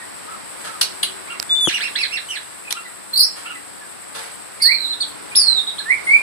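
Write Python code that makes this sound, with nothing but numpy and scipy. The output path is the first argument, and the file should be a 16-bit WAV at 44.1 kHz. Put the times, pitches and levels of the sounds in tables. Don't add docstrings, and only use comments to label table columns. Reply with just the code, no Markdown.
import sys
import numpy as np
from scipy import signal
from scipy.fft import rfft, irfft
from scipy.io import wavfile
from scipy.ndimage import uniform_filter1d, minimum_filter1d

SR = 44100
rng = np.random.default_rng(int(sys.argv[2]) if len(sys.argv) > 2 else 0)


def generate_wav(sig):
    pcm = np.round(np.clip(np.atleast_2d(sig).T, -1, 1) * 32767).astype(np.int16)
    wavfile.write(sys.argv[1], SR, pcm)


N = 274288
T = np.arange(N) / SR
BIN_HZ = np.arange(N // 2 + 1) * SR / N


def undb(db):
    return 10 ** (np.asarray(db) / 20)


def unit(x):
    return x / np.sqrt(np.mean(x ** 2) + 1e-18)


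def pan(db):
    gains = undb(np.array([[.5], [-.5]]) * db)
    return gains / np.sqrt(np.mean(gains ** 2, axis=0))


def per_bin(points):
    hz, value = np.transpose(points)
    return np.interp(np.log(BIN_HZ + 1), np.log(hz), value)


def noise(points):
    return unit(irfft(rfft(rng.standard_normal(N)) * undb(per_bin(points)), N))


def walk(rate_hz):
    width = max(int(SR / rate_hz), 2)
    return unit(uniform_filter1d(uniform_filter1d(rng.standard_normal(N), width), width))


def during(start, length):
    return T[(T >= start) & (T < start + length)]


def garden_air():
    # freq_hz, density_db
    spectrum = [(30, 0), (60, -1), (110, -5.5), (190, -1), (300, 2), (450, 0), (1100, 1), (2000, -2.5),
                (3000, -9), (5000, -9), (6400, -20), (10000, -23), (12000, -22), (15000, -72)]
    # freq_hz, correlation
    correlation = [(60, -0.73), (290, -0.85), (640, -0.46), (1400, 0.13), (3000, 0.00027)]
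    # freq_hz, pan_db
    balance = [(60, 0.5), (110, 9.5), (200, 6), (380, 3), (700, 1.5), (1290, -2.5), (2380, -4), (4390, -9),
               (8100, 3), (15000, -13.5)]
    # time_s, gain_db
    breeze = [(0, 0.5), (1.2, 1.5), (2.4, -1.7), (3.8, -0.7), (4.9, 0), (5.4, 2), (5.7, 0.5), (6.2, 3.5)]
    likeness = per_bin(correlation)
    mid, side = (rfft(noise(spectrum)) * np.sqrt(1 + sign * likeness) for sign in (1, -1))
    air = irfft(np.array([mid + side, mid - side]) * pan(per_bin(balance)), N)
    return unit(air) * undb(-38 + np.interp(T, *np.transpose(breeze)) + .5 * walk(.38))


def insects():
    # freq_hz, density_db
    spectrum = [(6500, -34.5), (7300, -8.5), (7900, 1.5), (8400, 0.5), (9000, -6.5), (10000, -8),
                (11500, -20)]
    chorus = np.array([noise(spectrum) for _ in range(2)])
    return pan(db=7) * chorus * undb(-38 + .48 * walk(1.2) + 1.22 * walk(47))


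def far_hums():
    # crest_s, half_length_s, pitch_hz, level_db
    hums = [(1.13, 0.3, 378.5, -51), (1.79, 0.3, 287.4, -54.5), (3.585, 0.2, 286.5, -54.5),
            (5.094, 0.48, 283.6, -55)]
    out = np.zeros(N)
    for crest, half, hz, db in hums:
        swell = undb(db + 1.3 * walk(9.2)) * np.exp(-((T - crest) / half) ** 2)
        pitch = hz * (1 + .0196 * walk(40))
        out += swell * np.sin(2 * np.pi * np.cumsum(pitch) / SR)
    return pan(db=11) * np.sqrt(2) * out


def cricket(start_s=5.178, period_s=.15, half_s=.035, pitch_hz=9200, swell_db_per_s=16):
    chirps = np.zeros(N)
    for beat in np.arange(start_s, T[-1], period_s):
        level_db = -50.5 + swell_db_per_s * (beat - start_s)
        chirps += undb(level_db) * np.exp(-((T - beat) / half_s) ** 4)
    scrape = np.sin(2 * np.pi * np.cumsum(pitch_hz + 60 * walk(264)) / SR)
    return pan(db=24) * np.sqrt(2) * chirps * scrape


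def ring(start, hz, decay, grit=0):
    age = np.maximum(T - start, 0)
    return (T > start) * np.exp(-np.minimum(age / decay, 50)) * (np.sin(2 * np.pi * hz * age) + grit)


def snaps():
    # start_s, level_db, ring_hz, decay_s, crack_db, pan_db
    hits = [(1.396, -23, 5300, .0006, -13, -13), (1.3996, 6, 4960, 0.00066, -10, -25),
            (1.427, -14.5, 4860, 0.00072, 2, -28), (1.428, -18, 1670, 0.00094, -7, -18),
            (2.7257, -24.5, 3970, 0.0017, 18.5, -22)]
    crack = noise([(300, -1), (2000, 10.5), (7000, 15.5), (12000, 9), (16000, -1)])
    return sum(pan(pan_db) * undb(db) * ring(start, hz, decay, undb(crack_db) * crack)
               for start, db, hz, decay, crack_db, pan_db in hits)


def phone_bump():
    # start_s, level_db, ring_hz, decay_s
    modes = [(1.6733, -8, 1270, 0.00097), (1.674, -8.5, 402, 0.0024), (1.6797, -9.5, 335, 0.0038)]
    return pan(db=16) * sum(undb(db) * ring(start, hz, decay) for start, db, hz, decay in modes)


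def wings():
    # start_s, rise_s, decay_s, level_db
    rustles = [(0.588, 0.009, 0.023, -37.5), (.635, 0.017, 0.05, -31.5), (1.68, 0.0072, 0.69, -39.5),
               (3.35, 0.013, 0.11, -40.5), (4.143, 0.009, 0.086, -30)]
    # freq_hz, density_db
    feathers = [(150, -5.5), (500, 4), (1300, 8), (2800, 2), (4800, 1), (6500, -0.5), (9500, -5),
                (14000, -23.5)]
    swell = np.zeros(N)
    for start, rise, decay, db in rustles:
        age = T - start
        swell += undb(db) * np.clip(age / rise, 0, 1) * np.exp(-np.maximum(age - rise, 0) / decay)
    return pan(db=-7) * swell * noise(feathers) * undb(2 * walk(120))


def taks():
    # start_s, length_s, level_db, centre_hz, width_hz, hiss_db, pan_db
    calls = [(0.811, 0.0085, -8, 4680, 3940, -11.5, -6), (1.0285, 0.0094, -13, 3410, 1630, -9, -3.5),
             (2.706, 0.0064, -18.5, 3700, 2470, -9.5, -2)]
    # freq_hz, density_db
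    hiss_spectrum = [(80, -17), (500, 0), (1500, 7), (5000, -6), (6800, 2), (9500, 6), (12000, -6.5),
                     (15000, -12)]
    hiss = noise(hiss_spectrum)
    out = np.zeros((2, N))
    for start, length, db, hz, width_hz, hiss_db, pan_db in calls:
        span = (T > start) & (T < start + length)
        breath = rng.standard_normal(N)[span]
        b, a = signal.iirpeak(hz, hz / width_hz, fs=SR)
        throat = unit(signal.lfilter(b, a, signal.lfilter(b, a, breath)))
        burst = np.sqrt(np.sin(np.pi * (T[span] - start) / length))
        out[:, span] += pan(pan_db) * undb(db) * burst * (throat + undb(hiss_db) * hiss[span])
    return out


def arches(rows, bend, edge_db, third_db, pan_db):
    notes = []
    for crest, rise, fall, start_hz, crest_hz, end_hz, db, overtone_db in rows:
        t = during(crest - rise, rise + fall)
        slack = np.interp(t, [crest - rise, crest, crest + fall], [1, 0, 1]) ** bend
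        pitch = crest_hz + (np.where(t < crest, start_hz, end_hz) - crest_hz) * slack
        notes.append((t, pitch, db - edge_db * slack, overtone_db, third_db, pan_db))
    return notes


def warbles():
    # crest_s, rise_s, fall_s, start_hz, crest_hz, end_hz, level_db, overtone_db
    rows = [ (.004, .004, 0.031, 1950, 1930, 1730, -34, -22),
            (.315, .045, 0.053, 1204, 1332, 1150, -37.5, -18),
            (.71, .05, 0.068, 1250, 1348, 1170, -36.5, -24), (1.315, .048, 0.051, 954, 1413, 920, -38, 2.5),
            (1.68, .003, 0.023, 2940, 3040, 1340, -19.5, 2.5),
            (1.75, 0.046, 0.041, 1290, 2970, 1326, -24.5, -1),
            (1.851, 0.053, 0.039, 1300, 2800, 1370, -24.5, 0.5),
            (1.99, .039, .07, 1422, 2710, 1470, -25, 3), (2.134, .029, 0.055, 1920, 2796, 1470, -27.5, .5),
            (2.298, 0.015, 0.082, 2920, 3040, 1475, -28, 1),
            (2.66, .012, 0.039, 2560, 2570, 2320, -37, -17), (2.772, .028, .032, 1108, 1388, 1216, -37, -4),
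            (2.85, .006, 0.029, 2100, 2023, 1790, -37.5, -15),
            (3.482, 0.0365, 0.047, 1084, 1493, 1230, -35.5, 0),
            (3.553, .005, 0.032, 2084, 2063, 1740, -40, -27),
            (3.81, .006, 0.057, 1730, 1743, 1506, -43, -28),
            (4.609, .011, 0.014, 2058, 2145, 2230, -29.5, -2),
            (5.33, .022, .018, 2350, 2430, 2420, -33.5, -10),
            (5.802, .005, 0.017, 1700, 1690, 1510, -35.5, -16), ]
    return arches(rows, bend=1.55, edge_db=7, third_db=-19.5, pan_db=-6)


def chips():
    # crest_s, rise_s, fall_s, start_hz, crest_hz, end_hz, level_db, overtone_db
    rows = [ (4.905, .027, 0.039, 3830, 4150, 3370, -22, -64),
            (5.01, 0.0084, 0.028, 3220, 4370, 3100, -20, -12.5),
            (5.678, .013, 0.034, 3220, 3910, 3270, -23, -41),
            (5.792, .012, 0.016, 2820, 4150, 3204, -23, -28), ]
    return arches(rows, bend=1.8, edge_db=13.5, third_db=-27, pan_db=-3)


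def whistles():
    # start_s, length_s, from_hz, to_hz, bend, level_db, crest_share, swell_db, release_db,
    # overtone_db, third_db, pan_db
    rows = [ (1.492, .109, 3503, 3553, 0.67, -15, 0.16, 10, 9.5, -15, -30, 0),
            (1.605, 0.075, 3488, 2960, 5.1, -16.5, .45, 2.5, 8, -5.5, -16.5, 2),
            (4.648, 0.077, 1774, 2436, 1.6, -15.5, 0.72, 13.5, 4, -45, -5, -8.5),
            (5.853, .076, 1740, 2410, 2.1, -10.5, 0.74, 29, 4, -35, -10, -9.5),
            (6.066, .104, 2089, 2452, 1.28, -6, 0.77, 17, 14, -27.5, -5.5, -4.5), ]
    notes = []
    for start, length, from_hz, to_hz, bend, db, crest, swell_db, release_db, *voice in rows:
        t = during(start, length)
        done = (t - start) / length
        pitch = from_hz + (to_hz - from_hz) * done ** bend
        level = db - np.interp(done, [0, crest, 1], [swell_db, 0, release_db])
        notes.append((t, pitch, level, *voice))
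    return notes


def slurs(attack_s=.013, attack_db=15, quaver_hz=123.3, drop_hz=362, drop_s=.008):
    # start_s, length_s, start_hz, top_hz, settled_hz, end_hz, settling_s, bend, level_db,
    # fade_db, push_db, quaver_depth_hz, overtone_db, third_db, pan_db
    rows = [ (4.61, .268, 4440, 4900, 4366, 3850, 0.0083, 2.2, -11.5, 22, 8.5, 198, -22.5, 1, -6),
            (5.348, .258, 2610, 5520, 4675, 3712, .045, .95, -12.5, 13, 5, 91, -12, -26, -6.5), ]
    notes = []
    for (start, length, start_hz, top_hz, settled_hz, end_hz, settling, bend, db,
         fade_db, push_db, depth_hz, overtone_db, third_db, pan_db) in rows:
        t = during(start, length)
        age = t - start
        zip_up = start_hz + (top_hz - start_hz) * age / attack_s
        overshoot = (top_hz - settled_hz) * np.exp((attack_s - age) / settling)
        descent = settled_hz + (end_hz - settled_hz) * (age / length) ** bend
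        end_drop = drop_hz * np.exp((age - length) / drop_s)
        quaver = depth_hz * (1 - (age / length) ** 2 / 2) * np.sin(2 * np.pi * quaver_hz * age)
        pitch = np.where(age < attack_s, zip_up, descent + overshoot - end_drop) + quaver
        last_push = push_db * np.exp(-((length - .029 - age) / .017) ** 2)
        level = db - np.interp(age, [0, attack_s, length], [attack_db, 0, fade_db]) + last_push
        bright_onset_db = 13.5 * np.exp(-age / .034)
        notes.append((t, pitch, level, overtone_db + bright_onset_db, third_db, pan_db))
    return notes


def shake(start_s=3.127, length_s=.124, from_hz=4100, to_hz=4805, overtone_db=-17, third_db=6, pan_db=-2.5):
    crest_s, vibrato_hz, slowing_hz_per_s, opening_s, depth_hz = 3.164, 69.1, 410, .0502, 470
    t = during(start_s, length_s)
    age, since_crest = t - start_s, t - crest_s
    turns = vibrato_hz * since_crest - slowing_hz_per_s * since_crest ** 2 / 2
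    swing = np.minimum(age / opening_s, 1) ** 2 * np.cos(2 * np.pi * turns)
    end_flick_hz = 518 * np.exp((age - length_s) / .015)
    pitch = np.interp(age, [0, length_s], [from_hz, to_hz]) + depth_hz * swing + end_flick_hz
    level_db = np.interp(age, [0, .045], [-38.5, -14.5]) + 4.5 * swing
    return [(t, pitch, level_db, overtone_db, third_db, pan_db)]


def syrinx(notes, fourth_db, jitter, flutter_db, rasp, edge_s, bite=0, bite_s=.014):
    # freq_hz, gain_db
    throat = [(2500, 3), (4000, 6), (4900, -9), (5700, -7), (7500, -2), (9500, 3.5), (10600, -9),
              (12600, -4.5), (14200, -11)]
    out = np.zeros((2, N))
    waver, flutter, rattle = 1 + jitter * walk(610), flutter_db * walk(100), walk(1200)
    for t, hz, db, overtone_db, third_db, pan_db in notes:
        span = np.searchsorted(T, t)
        pitch = hz * waver[span]
        roughness = rasp + bite * np.exp((t[0] - t) / bite_s)
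        phase = 2 * np.pi * np.cumsum(pitch) / SR + rattle[span] * roughness
        to_edge = np.minimum(t - t[0], t[-1] - t)
        gate = np.sin(np.pi / 2 * np.minimum(to_edge / edge_s, 1)) ** 2
        envelope = undb(db + flutter[span]) * gate
        effort = np.sqrt(envelope / envelope.max())
        tone = np.sin(phase)
        for k, step_db in [(2, 0), (3, third_db), (4, third_db + fourth_db)]:
            gain = undb(overtone_db + step_db + np.interp(k * pitch, *np.transpose(throat)))
            tone += effort * gain * np.sin(k * phase) * (k * pitch < SR / 2)
        out[:, span] += pan(pan_db) * np.sqrt(2) * envelope * tone
    return out


def song():
    sweeps = slurs() + shake()
    return (syrinx(whistles(), fourth_db=-10, jitter=.0031, flutter_db=1.5, rasp=.006, edge_s=.0039)
            + syrinx(sweeps, fourth_db=-11, jitter=.0055, flutter_db=4.5, rasp=.012, edge_s=.0036, bite=.55)
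            + syrinx(chips(), fourth_db=-10, jitter=.016, flutter_db=2, rasp=.049, edge_s=.0022, bite=.23)
            + syrinx(warbles(), fourth_db=-6.5, jitter=.01, flutter_db=3, rasp=.22, edge_s=.0047))


def porch(sound, tail_db=-2, treble_hz=7200, treble_t60_s=.17):
    # left_delay_s, right_delay_s, gain
    echoes = [(.0024, .0029, 0.3), (.0071, .0064, 0.33), (0.0167, .0175, .3), (0.0212, .0196, 0.067)]
    tails = [(.24, tail_db, .008), (.49, -18, .04)]
    t = T[:SR]
    lowpass = signal.butter(6, treble_hz, fs=SR, output="sos")
    energy = 1 + undb(tail_db) ** 2 + sum(echo[2] ** 2 for echo in echoes)
    out = []
    for side in range(2):
        response = np.zeros(SR)
        response[0] = 1
        for echo in echoes:
            response[int(echo[side] * SR)] += echo[2]
        for t60, db, build_s in tails:
            scatter = rng.standard_normal(SR)
            body = signal.sosfiltfilt(lowpass, scatter)
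            fade, treble_fade = undb(-60 * t / t60), undb(-60 * t / treble_t60_s)
            build = np.minimum(t / build_s, 1) ** 2
            tail = build * (body * fade + (scatter - body) * treble_fade)
            response += undb(db) * tail / np.linalg.norm(build * fade)
        out.append(signal.fftconvolve(sound[side], response / np.sqrt(energy))[:N])
    return np.array(out)


def microphones(sound, right_lag_s=.000634):
    # freq_hz, left_db, right_db
    ports = [(1000, 7.5, -0.5), (4520, 1, 4), (5650, -1.5, -1.5), (8460, 7.5, -12), (9730, 19, -5.5),
             (11770, 16.5, -2), (15100, 3, 11), (15000, -9, -22)]
    hz, left_db, right_db = np.transpose(ports)
    left, right = rfft(sound)
    left *= undb(per_bin(np.column_stack([hz, left_db])))
    right *= undb(per_bin(np.column_stack([hz, right_db])))
    right *= np.exp(-2j * np.pi * BIN_HZ * right_lag_s)
    return irfft(np.array([left, right]), N)


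def scene():
    fade_in = np.minimum(T / .0034, 1)
    bird = microphones(porch(song() + taks() + wings())) * fade_in
    return bird + snaps() + phone_bump() + garden_air() + insects() + far_hums() + cricket()


def record(dry):
    headroom = np.minimum(1, 1 / (np.abs(dry) + 1e-9))
    gain = uniform_filter1d(minimum_filter1d(headroom, size=129), size=129)
    low_cut = signal.butter(3, 75, "high", fs=SR, output="sos")
    high_cut = signal.ellip(8, .2, 70, 14900, fs=SR, output="sos")
    return signal.sosfilt(high_cut, signal.sosfilt(low_cut, dry * gain))


dry = scene()
out = record(dry)
generate_wav(out)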